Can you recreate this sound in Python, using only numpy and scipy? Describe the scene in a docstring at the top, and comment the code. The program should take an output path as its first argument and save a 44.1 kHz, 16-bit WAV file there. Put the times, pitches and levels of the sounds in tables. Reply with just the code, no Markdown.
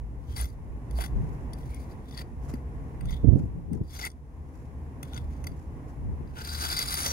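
"""A steel pointing iron scrapes along the mortar joints in the corner of a brick wall, outdoors.
Short strokes lead to one long pull: the blade sticks and slips, cracking sand grains that ring the
steel, and it ticks and knocks where it meets the brick. A sleeve brushes softly between strokes.
Gusts buffet the two microphone ports; a distant engine and traffic make the bed."""
import sys
import numpy as np
from scipy import signal
from scipy.fft import rfft, irfft, next_fast_len
from scipy.io import wavfile
from scipy.ndimage import uniform_filter1d, map_coordinates

SR = 44100
rng = np.random.default_rng(int(sys.argv[2]) if len(sys.argv) > 2 else 0)


def put_to_file(sound):
    """Save the sound as 16-bit audio at rate SR, in the file named by the first command-line argument."""
    columns = np.atleast_2d(sound).T  # one column per channel
    safe = np.clip(columns, -1, 1)
    whole_steps = np.round(safe * 32767)
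    wavfile.write(sys.argv[1], SR, whole_steps.astype(np.int16))


N = 313992
T = np.arange(N) / SR

# Every pan_db is left minus right. Crunch and chatter are trims that ride on the grit level.
# short pushes: full_pressure_s, hold_s, rise_s, fall_s, grit_db, crunch_db, chatter_db,
# then the grip: steel_db, joint_hz, joint_db, mode_hz, mode_db
STROKES = [ (0.301, 0.077, 0.07, 0.021, -61.5, -1, -2, -6, 3160, 1, 10900, -13),
           (0.364, 0.042, 0.014, 0.082, -44.5, -2, -11, 1, 1636, -10, 10500, -9),
           (1.007, 0.042, 0.068, 0.039, -47, 2.5, -6, -2, 1460, -12.5, 10200, 0),
           (1.581, 0.26, 0.0304, 0.078, -65, -3, -16, -2.5, 2180, -8.5, 9640, -5),
           (1.7, 0.049, 0.078, 0.17, -68, 14, -20, -6, 2180, 9, 9550, -8),
           (1.899, 0.025, 0.036, 0.053, -66.5, -2, 7, -6, 2250, -3, 11800, -8),
           (2.173, 0.047, .14, 0.011, -56.5, 8, 4, -7, 1860, 4, 3450, -6),
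           (3.079, 0.054, .035, 0.08, -59.5, 9.5, -5, 1.5, 2040, 23, 3470, 4),
           (3.909, 0.045, .04, 0.04, -63.5, -1, 4.5, -2, 2100, -9, 4900, 11),
           (3.966, 0.061, .088, 0.05, -49, 1, 4, 3, 2090, -2, 6440, -4),
           (4.039, 0.034, 0.021, 0.014, -46, 6, -11, -11, 1970, -2, 13700, -8),
           (5.036, 0.05, 0.007, 0.09, -68, 3, 0, -2, 1480, -3.5, 3400, -2),
           (5.134, 0.041, 0.041, 0.085, -60, 7, -3, -6, 1405, 2, 3500, -4),
           (5.314, 0.0089, 0.044, 0.24, -66, 4, -12.5, 3.5, 1600, -10, 6370, 1)]
# pressure through the long pull: time_s, grit_db, crunch_db, chatter_db
PULL = [(6.271, -77, 1, 12.5), (6.355, -64.5, 9.5, -5), (6.39, -53, 8.5, 3), (6.45, -47, 2.5, 9),
        (6.56, -45, -3, 10.5), (6.665, -37, 0.5, 2.5), (6.776, -38.5, -4, 11.5), (6.91, -36.5, -7.5, 2.5),
        (6.98, -35.5, -6.5, 1), (7.064, -33.5, -7, -6), (7.12, -35.5, -7, 1)]
# the iron turns in the hand: time_s, steel_db, joint_hz, joint_db, mode_hz, mode_db
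PULL_GRIPS = [(6.45, -3, 1470, -4, 8650, -12), (6.67, -1, 1470, 0, 9800, -16),
              (6.85, -3, 2310, -1.5, 9930, -2), (7.0, -5, 2120, -7, 9950, 1),
              (7.099, -2.5, 600, -1.5, 5840, 1)]
# ring of the steel: pitch_hz, width_hz, level_db
IRON_MODES = [(2050, 220, -1), (3480, 230, 1), (4690, 240, 2), (5450, 520, -4.5), (6220, 320, 0),
              (6850, 350, -13), (8700, 340, -2), (9600, 480, -5), (10780, 450, -1.5), (11750, 420, -6),
              (13000, 400, -8), (13680, 450, -7.5)]
# resonances of the blade pressed into the joint: pitch_hz, width_hz, level_db
JOINT_MODES = [(423, 640, 3), (805, 590, 7.5), (1110, 200, -10), (1435, 620, 6), (1946, 1480, 1),
               (2590, 1500, -8)]
# tone of breaking sand: frequency_hz, level_db
SAND_EQ = [(300, -22.5), (1200, 24.5), (2700, 3.5), (3300, 17), (3900, 20), (6200, 17), (7000, 14),
           (7700, 17), (9000, 14.5), (10500, 16.5), (12500, 10.5), (14000, 14.5), (15000, 5), (15700, 18)]
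# the iron strikes brick: start_s, level_db, body_db, pan_db, top_db, mode_hz, mode_db
TICKS = [(0.364, -47, -10, 16.5, 3.5, 4750, -7.5), (0.3773, -34, -10, 16, -2, 10750, 3),
         (0.387, -37.5, -12, 8, -2, 8750, 6.5), (0.395, -37, -14, 8, -4, 8500, 11),
         (0.404, -34, -20, 11, -3.5, 10620, 1), (0.411, -28, -26, 7, 5, 10670, 5),
         (0.4412, -34, 1, -1, -3, 13600, -7), (0.4543, -38, 3, 7, 1, 13500, -3),
         (0.9097, -42, -4, 10, -6.5, 10800, -2), (0.987, -39, -5, 12, 0.5, 3380, -1),
         (1.008, -35, -21, 11.5, -1, 10700, 2), (1.0189, -29.5, 3, 11, -1, 10540, -4),
         (1.0424, -35, -4, 10, 1.5, 10800, -4), (1.06, -38, 7, 7, -6, 10860, -4),
         (1.5326, -36, -35.5, 10, -4, 10800, -8), (1.5866, -45, -18, 8, 7, 9700, -9),
         (1.744, -38, 2, 8, 10.5, 9490, -5.5), (2.11, -44.5, 2, 5, -8, 4698, -3),
         (2.125, -48, -1, 12, -6, 3450, 5), (2.147, -43, -4, 7, -8, 4620, 10),
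         (2.1745, -31, 6, 7, 2, 4600, 3), (2.183, -37, -4, 5.5, -1, 4650, 7),
         (2.197, -40, 1.5, 5, 0, 4580, 6), (2.214, -40, 15, 2, -13, 4670, 5.5),
         (2.538, -38.5, 6, 10.5, 0, 4760, -15), (3.0086, -41, 15.5, 9.5, 7, 8660, -3),
         (3.0557, -42.5, 8, 15, -2, 11000, -5), (3.1067, -39.5, 4, 10, -6, 4600, -14),
         (3.7312, -44, 9.5, 7, 4, 8690, 3), (3.998, -36, 8, 4, -10.5, 6250, -4.5),
         (4.028, -33, -1, -3.5, -5, 4900, -11), (4.0505, -23, 0, 4, -5, 6980, -10.5),
         (4.059, -31, -13, -1, 0, 8780, 2), (4.0684, -34, 2, 1, -9, 4720, -6),
         (4.101, -46.5, -12, 5, -5, 6300, -10), (4.115, -49, -14.5, 5, -9, 8900, -4),
         (5.029, -32.5, 7, 4.5, 0, 6600, -9), (5.1327, -43, 7, 2, -5, 3450, -2),
         (5.1434, -44, -9, 4, -4, 6230, 5), (5.163, -40, 7, 4, -25, 4750, -8),
         (5.169, -47, 10, 12, -19, 3380, -2), (5.176, -38, 6, 9.5, -16, 3490, -7),
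         (5.441, -39, 10, 4, -6, 10800, -2.5), (5.469, -31, 5.5, 1, 1.5, 4800, -11),
         (5.517, -53.5, -5, 3, -8, 4730, -16), (6.389, -45, -5, 0.5, -10, 5398, -1),
         (6.418, -37, -3, 5, -4, 4800, 0), (6.448, -29, -6.5, 8, 1, 4630, -9),
         (6.4725, -33, 0, 6, 4, 4880, -11), (6.492, -28, -13, 1, 0, 4600, 5.5),
         (6.547, -30, -3, 4, 3, 4665, -4), (6.6274, -39.5, -5, -1.5, 7.5, 13870, -5.5),
         (6.651, -27, -5, 1, -6, 4800, -8.5), (6.701, -22, -13.5, -2, -2, 4780, 15),
         (6.729, -25, -9.5, 3, -4, 4630, 7), (6.7665, -23, -8, 10, 3, 10300, -3),
         (6.7775, -22, -7.5, 4.5, -5, 4700, 9), (6.79, -15.5, -1, 0, 4, 4730, -2.5),
         (6.808, -26, 1, 12, -6, 4670, 0), (6.824, -21.5, -3, 2, -3, 4825, 4),
         (6.885, -23, -7, -5, 3, 4795, 12), (6.9405, -17, -1, 2, 12, 9900, -7),
         (6.971, -29, 7, 11, 0, 6200, -1.5)]
# low clink of a tick: pitch_hz, width_hz, level_db
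CLINK_MODES = [(770, 330, -1), (1400, 430, -2), (2040, 260, -0.5), (2520, 590, -3)]
# dull blows on the wall: start_s, level_db, pitch_hz, t60_s
KNOCKS = [(0.987, -22, 640, 0.041), (2.537, -19.5, 230, 0.022)]
# sleeve brushes: centre_s, half_length_s, level_db
RUSTLES = [(1.304, 0.39, -69), (2.497, 0.17, -60.5), (3.393, 0.13, -63.5), (3.756, 0.063, -64.5),
           (4.586, 0.26, -70.5), (5.603, 0.14, -67.5), (5.898, 0.091, -68)]
# tone of the cloth: frequency_hz, level_db
SLEEVE_EQ = [(1500, -1), (3500, -17), (5500, -10.5), (7000, -9.5), (8300, -16.5), (11000, -12.5),
             (15000, -24)]
# wind on the ports: full_strength_s, hold_s, rise_s, fall_s, level_db, pan_db, speed_ratio
GUSTS = [(1.165, 0.074, 0.076, 0.1, -33, 1.5, 0.7), (3.04, 0.098, 0.083, 0.059, -37, -5, 0.57),
         (3.242, 0.12, .012, 0.025, -24.5, -23, 0.92), (3.345, 0.025, 0.016, 0.13, -27.5, 0, 1.15),
         (3.58, 0.0274, 0.1, 0.108, -40.5, 4.5, 1.19), (3.729, 0.081, .08, 0.046, -33.5, 5, 1.25),
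         (5.45, 0.075, .08, 0.11, -45.5, 0.5, 0.9), (6.033, 0.11, 0.076, 0.034, -39, 3, 0.74),
         (6.2, 0.0059, 0.022, 0.14, -43.5, 10, 1.34)]
# tone of the buffeting at speed_ratio 1: frequency_hz, level_db
BUFFET_EQ = [(20, -10.5), (40, -25), (62, 0), (95, -3), (130, -1.5), (200, -8), (330, -16.5), (500, -30),
             (750, -35.5), (1300, -74), (4000, -110)]
# single hard eddies: start_s, peak_db, push_ms, pan_db
SLAPS = [(3.254, -9, 2.3, -25), (3.285, -5, 4.4, -41), (3.327, -10, 5.5, -24.5), (3.434, -18.5, 5, 11),
         (3.75, -23, 1.22, 4), (3.811, -18, 3.45, 2)]
# rising speed of the engine: time_s, pitch_hz
ENGINE_PITCH = [(0, 58.02), (1.6, 59), (2.0, 68.5), (2.8, 72.78), (4.5, 75.39), (7.12, 75)]
# engine tones: harmonic_number, wavers_per_s, level_db
ENGINE_TONES = [(1, 11, 1.5), (2, 11, -10.5)]
# fader ride of the engine, taken about its median: time_s, level_db
ENGINE_RIDE = [(0.0, -42.5), (0.75, -42), (1.09, -41.5), (2.4, -44.5), (2.95, -41.5), (3.21, -39.5),
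               (3.45, -44.5), (4.3, -54), (4.68, -46), (5.89, -46), (6.33, -46.5), (6.6, -43), (7.12, -47)]
# tone of far traffic: frequency_hz, level_db
TRAFFIC_EQ = [(40, -11), (100, -5.5), (135, 1), (180, -10), (260, -7), (370, -15.5), (470, -16),
              (580, -22.5), (850, -22), (1090, -25.5), (1260, -36.5), (1550, -37), (1950, -35), (2700, -44),
              (3400, -59), (6000, -93)]
# stereo width of the traffic: frequency_hz, side_minus_mid_db
TRAFFIC_WIDTH = [(60, -5), (110, -6), (200, -16), (380, -7), (700, -9.5), (1290, 4.5), (2380, -1.5),
                 (4400, 8.5), (8120, 7), (15000, 2.5)]
# level ride of the background wash, taken about its median: time_s, level_db
WASH_RIDE = [(0.0, -55.5), (0.6, -55.5), (1.05, -51), (2.2, -51.5), (3.0, -52), (3.31, -55.5),
             (3.47, -57.5), (4.35, -59), (5.0, -52.5), (5.9, -53.5), (6.6, -55.5), (7.12, -53)]
# tone of the faint hiss: frequency_hz, level_db
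HISS_EQ = [(1500, -10.5), (3000, 1.5), (4500, -2.5), (5100, 0.5), (7000, 0.5), (8200, -3.5), (9700, 1),
           (11400, 0.5), (11900, -7), (15800, -6.5)]

SIDE = np.array([[1], [-1]])  # opposite polarity left and right


def scrape(t, grit_db, crunch_db, chatter_db, grip, pan_db):
    """Grains crack under the blade in bursts as it sticks and slips; they hiss, crunch and ring it."""
    size = len(t)
    steel_db, joint_hz, joint_db, mode_hz, mode_db = grip
    treble_hz, middle_hz, blade_hz = (5500, 15000), (1200, 2600), (4300, 5200)
    slips = undb(4.2 * np.tanh(walk(300, size)) + 4.8 * np.tanh(walk(90, size)))  # fast slip, slow drag
    friction = slips * (grains(size, per_s=2600, spread_db=1.7) + 0.1 * rng.standard_normal(size))
    force, cracks = (corner(friction, near_db=-1, far_db=-2.5) * sides(pan_db) for _ in range(2))
    # coarse grains make the crunch; the rough bricks scatter its long waves less
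    coarse = slips * grains(size, per_s=650, spread_db=2.2)
    push = corner(coarse + 0.45 * friction, near_db=-14.5, far_db=-6) * sides(pan_db)
    mortar = unit(ring(push, JOINT_MODES, order=2), middle_hz)
    joint = unit(ring(push, [(joint_hz, 240, 0)], order=2))
    crunch = unit(mortar + undb(joint_db) * joint, middle_hz)
    # the contact point wanders along the blade, so each mode comes and goes
    steel = sum(ring(force * undb(3.2 * walk(29.3, size)), [mode], order=2) for mode in IRON_MODES)
    favoured = ring(force * undb(1.5 * walk(47, size)), [(mode_hz, 260 + mode_hz / 18, 0)], order=2)
    metal = drift(undb(steel_db) * unit(steel, treble_hz) + undb(mode_db) * unit(favoured))
    sand = unit(colour(cracks, SAND_EQ), treble_hz)
    grit = unit(sand + metal, treble_hz)
    # the blade chatters in short fits
    fits = force * undb(6 * np.tanh(walk(150, size)))
    chatter = unit(ring(fits, [(4726, 400, -5.5), (4130, 930, -12)], order=2), blade_hz)
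    sound = undb(grit_db - 4) * grit + undb(crunch_db - 7) * crunch + undb(chatter_db - 10) * chatter
    return sound * fade(t, rise_s=0.0036, fall_s=0.01)


def stroke(full_s, hold_s, rise_s, fall_s, grit_db, crunch_db, chatter_db, *grip, pan_db=4.5):
    """One short push: hand pressure swells the grit, and crunch and chatter twice as steeply."""
    t, pressure_db = swell(full_s, hold_s, rise_s, fall_s)
    light_db = grit_db + pressure_db
    heavy_db = grit_db + 2 * pressure_db
    out = catches(t, light_db, pan_db)
    add(out, t[0], scrape(t, light_db, heavy_db + crunch_db, heavy_db + chatter_db, grip, pan_db))
    return out


def pull(pan_db=2):
    """The long scrape out of the corner; its colour crossfades from grip to grip as the iron turns."""
    times, *levels = np.transpose(PULL)
    span = T[T >= times[0]]
    out = catches(span, np.interp(span, times, levels[0]), pan_db)
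    grip_times = [row[0] for row in PULL_GRIPS]
    for (_, *grip), solo in zip(PULL_GRIPS, np.eye(len(PULL_GRIPS))):
        share = np.interp(span, grip_times, solo)
        t = span[share > 0]
        grit_db, crunch_db, chatter_db = (np.interp(t, times, level) for level in levels)
        sound = scrape(t, grit_db, grit_db + crunch_db, grit_db + chatter_db, grip, pan_db)
        add(out, t[0], np.sqrt(share[share > 0]) * sound)
    return out


def grains(size, per_s, spread_db):
    """Grains of sand break at random moments; a few are much harder than the rest."""
    hardness = undb(spread_db * np.minimum(rng.exponential(size=size), 4))
    breaks = rng.random(size) < per_s / SR
    return breaks * rng.choice([-1, 1], size) * hardness


def drift(x, depth=.005, per_s=22):
    """The load on the blade keeps changing and bends its resonances a little."""
    size = x.shape[-1]
    bend = walk(per_s, size)
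    place = np.arange(size) + depth * np.cumsum(bend - bend.mean())
    return np.array([map_coordinates(port, [place], order=3, mode="mirror") for port in x])


def catches(t, grit_db, pan_db, per_s=30, spread_db=4.5):
    """Now and then the blade catches on a coarse grain, as hard as it is pressed."""
    out = np.zeros((2, N))
    for when, hardness, spot in rng.random(size=(round(per_s * (t[-1] - t[0])), 3)):
        i = int(when * len(t))
        level_db = grit_db[i] + 5 + spread_db * (2 * hardness - 1)
        mode_hz = IRON_MODES[int(spot * len(IRON_MODES))][0]
        snag = tick(level_db, body_db=-4.5, pan_db=pan_db, top_db=0, mode_hz=mode_hz, mode_db=-1.5)
        add(out, t[i], snag)
    return out


def tick(level_db, body_db, pan_db, top_db, mode_hz, mode_db, crumble_t60_s=.02):
    """A sharp contact and a few crumbling grains ring the iron, over a lower clink set by body_db."""
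    t = T[:SR // 12]
    force = rng.standard_normal(len(t)) * rng.exponential(size=len(t)) * undb(-60 * t / crumble_t60_s)
    force[0] += 7  # the first contact
    force = corner(force, near_db=-7, far_db=-14) * sides(pan_db)
    # every blow lands on another spot and weights the modes anew
    modes = [(hz, width, db + 3.5 * rng.standard_normal()) for hz, width, db in IRON_MODES]
    steel = unit(ring(force, modes, order=2))
    sand = undb(-3) * unit(colour(force, SAND_EQ))
    struck_mode = undb(mode_db) * unit(ring(force, [(mode_hz, 450, 0)], order=2))
    bright = colour(unit(steel + sand) + struck_mode, [(8000, 0.0052), (15000, top_db)])
    body = undb(body_db - 11.5) * unit(ring(force, CLINK_MODES, order=2))
    return (bright + body) * undb(level_db - 1) / np.abs(bright.mean(0)).max()


def knock(level_db, pitch_hz, t60_s):
    """A blunt blow on the masonry: a short, low burst."""
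    t = T[:SR // 4]
    force = rng.standard_normal(len(t)) * undb(-60 * t / t60_s)
    thud = ring(corner(force, near_db=-25, far_db=-13), [(pitch_hz, 0.61 * pitch_hz, 0)], order=2)
    return thud * undb(level_db - 4) / np.abs(thud).max()


def corner(x, near_db, far_db, port_lag_s=.00043):
    """The joint scatters the sound at once, the left port hears it first, the walls add a tail."""
    left = x + scatter(x, near_db, t60_s=.012, channels=1)[0]
    right = np.pad(left, (round(port_lag_s * SR), 0))[:len(x)]
    return np.array([left, right]) + scatter(x, far_db, t60_s=.15, channels=2)


def scatter(x, level_db, t60_s, channels):
    """Diffuse reflections: noise that follows the energy of the sound and dies away."""
    decay = undb(-60 * T[:int(t60_s * SR)] / t60_s) ** 2
    energy = np.abs(signal.fftconvolve(x ** 2, decay / decay.sum())[:len(x)])
    return undb(level_db) * np.sqrt(energy) * rng.standard_normal((channels, len(x)))


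def rustle(half_length_s, level_db):
    """Cloth fibres brush past each other in one soft swell."""
    size = int(half_length_s * 2 * SR)
    fibres = rng.standard_normal((2, size)) * undb(3.7 * walk(150, size))
    return unit(colour(fibres, SLEEVE_EQ)) * np.hanning(size) ** 2 * undb(level_db)


def gust(full_s, hold_s, rise_s, fall_s, level_db, pan_db, speed_ratio):
    """Eddies hit each port on its own, slower ones sounding deeper; gives start time and sound."""
    t, swell_db = swell(full_s, hold_s, rise_s, fall_s)
    eddies = np.array([rng.standard_normal(len(t)) * undb(2.2 * walk(60, len(t))) for _ in range(2)])
    buffet = colour(eddies, [(hz * speed_ratio, db) for hz, db in BUFFET_EQ])
    envelope = undb(level_db + swell_db) * fade(t, rise_s=0.012, fall_s=0.016)
    return t[0], unit(buffet, band_hz=(90, 600)) * envelope * sides(pan_db)


def slap(peak_db, push_ms, pan_db, port_hz=76, port_width_hz=235):
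    """One hard eddy shoves air into the ports: a ragged push that swings back as a thump."""
    age = T[:SR // 12] / (push_ms / 1000)
    ragged = 1 + 0.42 * np.array([walk(850, len(age)) for _ in range(2)])
    push = (age * np.exp(1 - 2 * age)) ** 2 * ragged
    bass = ring(push, [(port_hz, port_width_hz, 0)])
    thump = colour(bass, [(20, -26), (50, 0.5), (500, -0.5), (1300, -32), (4000, -78.5)]) * sides(pan_db)
    return thump * undb(peak_db) / np.abs(thump).max()


def engine():
    """An engine picks up speed; its tones waver over a low rumble."""
    turns = np.cumsum(np.interp(T, *np.transpose(ENGINE_PITCH))) / SR
    tones = np.zeros(N)
    for harmonic, per_s, level_db in ENGINE_TONES:
        waver = walk(per_s, N) + 1j * walk(per_s, N)  # in level and phase
        tones += undb(level_db) * np.real(waver * np.exp(2j * np.pi * harmonic * turns))
    rumble = ring(rng.standard_normal(N), [(56.4, 31, 0)], order=2)
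    return unit(tones) + undb(1.5) * unit(rumble)


def far_engine(level_db=-38.7, waver_db=2):
    """The engine from afar: an uneven drone with a little stereo width."""
    drone = engine() + undb(-9) * engine() * SIDE
    return unit(drone) * undb(level_db + follow(ENGINE_RIDE) + waver_db * walk(8.1, N))


def traffic(wash_db=-51, hiss_db=-75):
    """A wide wash of far traffic and faint hiss; the level dips from about 3.3 s and recovers."""
    mid, side = rng.standard_normal((2, N))
    wash = colour(mid + colour(side, TRAFFIC_WIDTH) * SIDE, TRAFFIC_EQ)
    ride_db = follow(WASH_RIDE) + 1.1 * walk(7, N)
    hiss = unit(colour(rng.standard_normal((2, N)), HISS_EQ)) * undb(hiss_db + 0.65 * ride_db)
    return unit(wash, band_hz=(250, 1100)) * undb(wash_db + ride_db) + hiss


def vehicle(trim_db=-55):
    """A far vehicle's hum rises and cuts off, buried in the traffic; gives start time and sound."""
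    t, swell_db = swell(4, 1, 0.2, -0.5)  # the negative fall ends it early, far below full strength
    hum = unit(ring(rng.standard_normal(len(t)), [(297, 72, 0)], order=2))
    return t[0], hum * undb(trim_db + swell_db)


def undb(db):
    """Decibels to gain."""
    return 10 ** (np.asarray(db) / 20)


def freqs(size):
    """Frequencies of a spectrum of that many samples."""
    return np.maximum(np.arange(size // 2 + 1) * SR / size, 1)


def colour(x, points):
    """Causal EQ through points of frequency_hz, level_db."""
    size = next_fast_len(x.shape[-1], True)
    hz, db = np.transpose(points)
    gain = undb(np.interp(np.log(freqs(size)), np.log(hz), db))
    cepstrum = irfft(np.log(gain), size)
    cepstrum[1:size // 2] *= 2  # fold to minimum phase: nothing rings ahead of a hit
    cepstrum[size // 2 + 1:] = 0
    return irfft(rfft(x, size) * np.exp(rfft(cepstrum)), size)[..., :x.shape[-1]]


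def ring(x, modes, order=1):
    """Parallel resonators of pitch_hz, width_hz, level_db; order 2 has steeper skirts."""
    size = next_fast_len(x.shape[-1], True)
    f = freqs(size)
    response = sum(undb(db) / (1 + 1j * (f * f - hz * hz) / (f * width)) ** order
                   for hz, width, db in modes)
    return irfft(rfft(x, size) * response, size)[..., :x.shape[-1]]


def unit(x, band_hz=(1, SR / 2)):
    """Scale so that the centre of the stereo image has rms 1 within a band."""
    mid = np.atleast_2d(x).mean(0)
    f = freqs(len(mid))
    return x / np.std(irfft(rfft(mid) * (f >= band_hz[0]) * (f <= band_hz[1])))


def walk(per_s, size):
    """Random modulation: slewed steps with a spread of 1."""
    hold = int(SR / per_s)
    steps = uniform_filter1d(np.repeat(rng.standard_normal(size // hold + 1), hold), hold)[:size]
    return steps / steps.std()


def swell(full_s, hold_s, rise_s, fall_s, drop_db=18.5, reach=1.9):
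    """Times and dB of an envelope that drops drop_db per rise or fall time away from its hold."""
    t = full_s - reach * rise_s + T[:int((hold_s + reach * (rise_s + fall_s)) * SR)]
    away = np.maximum((full_s - t) / rise_s, 0) + np.maximum((t - full_s - hold_s) / fall_s, 0)
    return t, -drop_db * away


def follow(curve):
    """A fader ride over the whole scene, in dB about its median."""
    db = np.interp(T, *np.transpose(curve))
    return db - np.median(db)


def fade(t, rise_s, fall_s):
    """Gate with sloped ends, left open if the sound runs to the end of the scene."""
    closing = (t[-1] - t) / fall_s if t[-1] < T[-1] - 2 * fall_s else 1
    return np.clip(np.minimum((t - t[0]) / rise_s, closing), 0, 1)


def sides(pan_db):
    """Left and right gains of constant power."""
    gains = undb(SIDE * pan_db / 2)
    return gains / np.sqrt(np.mean(gains ** 2, axis=0))


def add(out, start_s, sound):
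    """Mix a sound in at a time."""
    i = max(int(start_s * SR), 0)
    out[:, i:i + sound.shape[-1]] += sound[..., :N - i]


def scene():
    """The iron at work, mixed with the sleeve and the wind over the distant bed."""
    out = traffic() + far_engine()
    add(out, *vehicle())
    for row in GUSTS:
        add(out, *gust(*row))
    for hits, voice in ((TICKS, tick), (KNOCKS, knock), (SLAPS, slap)):
        for start_s, *blow in hits:
            add(out, start_s, voice(*blow))
    for centre_s, half_length_s, level_db in RUSTLES:
        add(out, centre_s - half_length_s, rustle(half_length_s, level_db))
    return out + pull() + sum(stroke(*row) for row in STROKES)


def record(dry, top_hz=15680):
    """The recorder cuts the top with a steep low-pass."""
    return signal.sosfilt(signal.ellip(10, .2, 80, top_hz, fs=SR, output="sos"), dry)


dry = scene()
out = record(dry)
put_to_file(out)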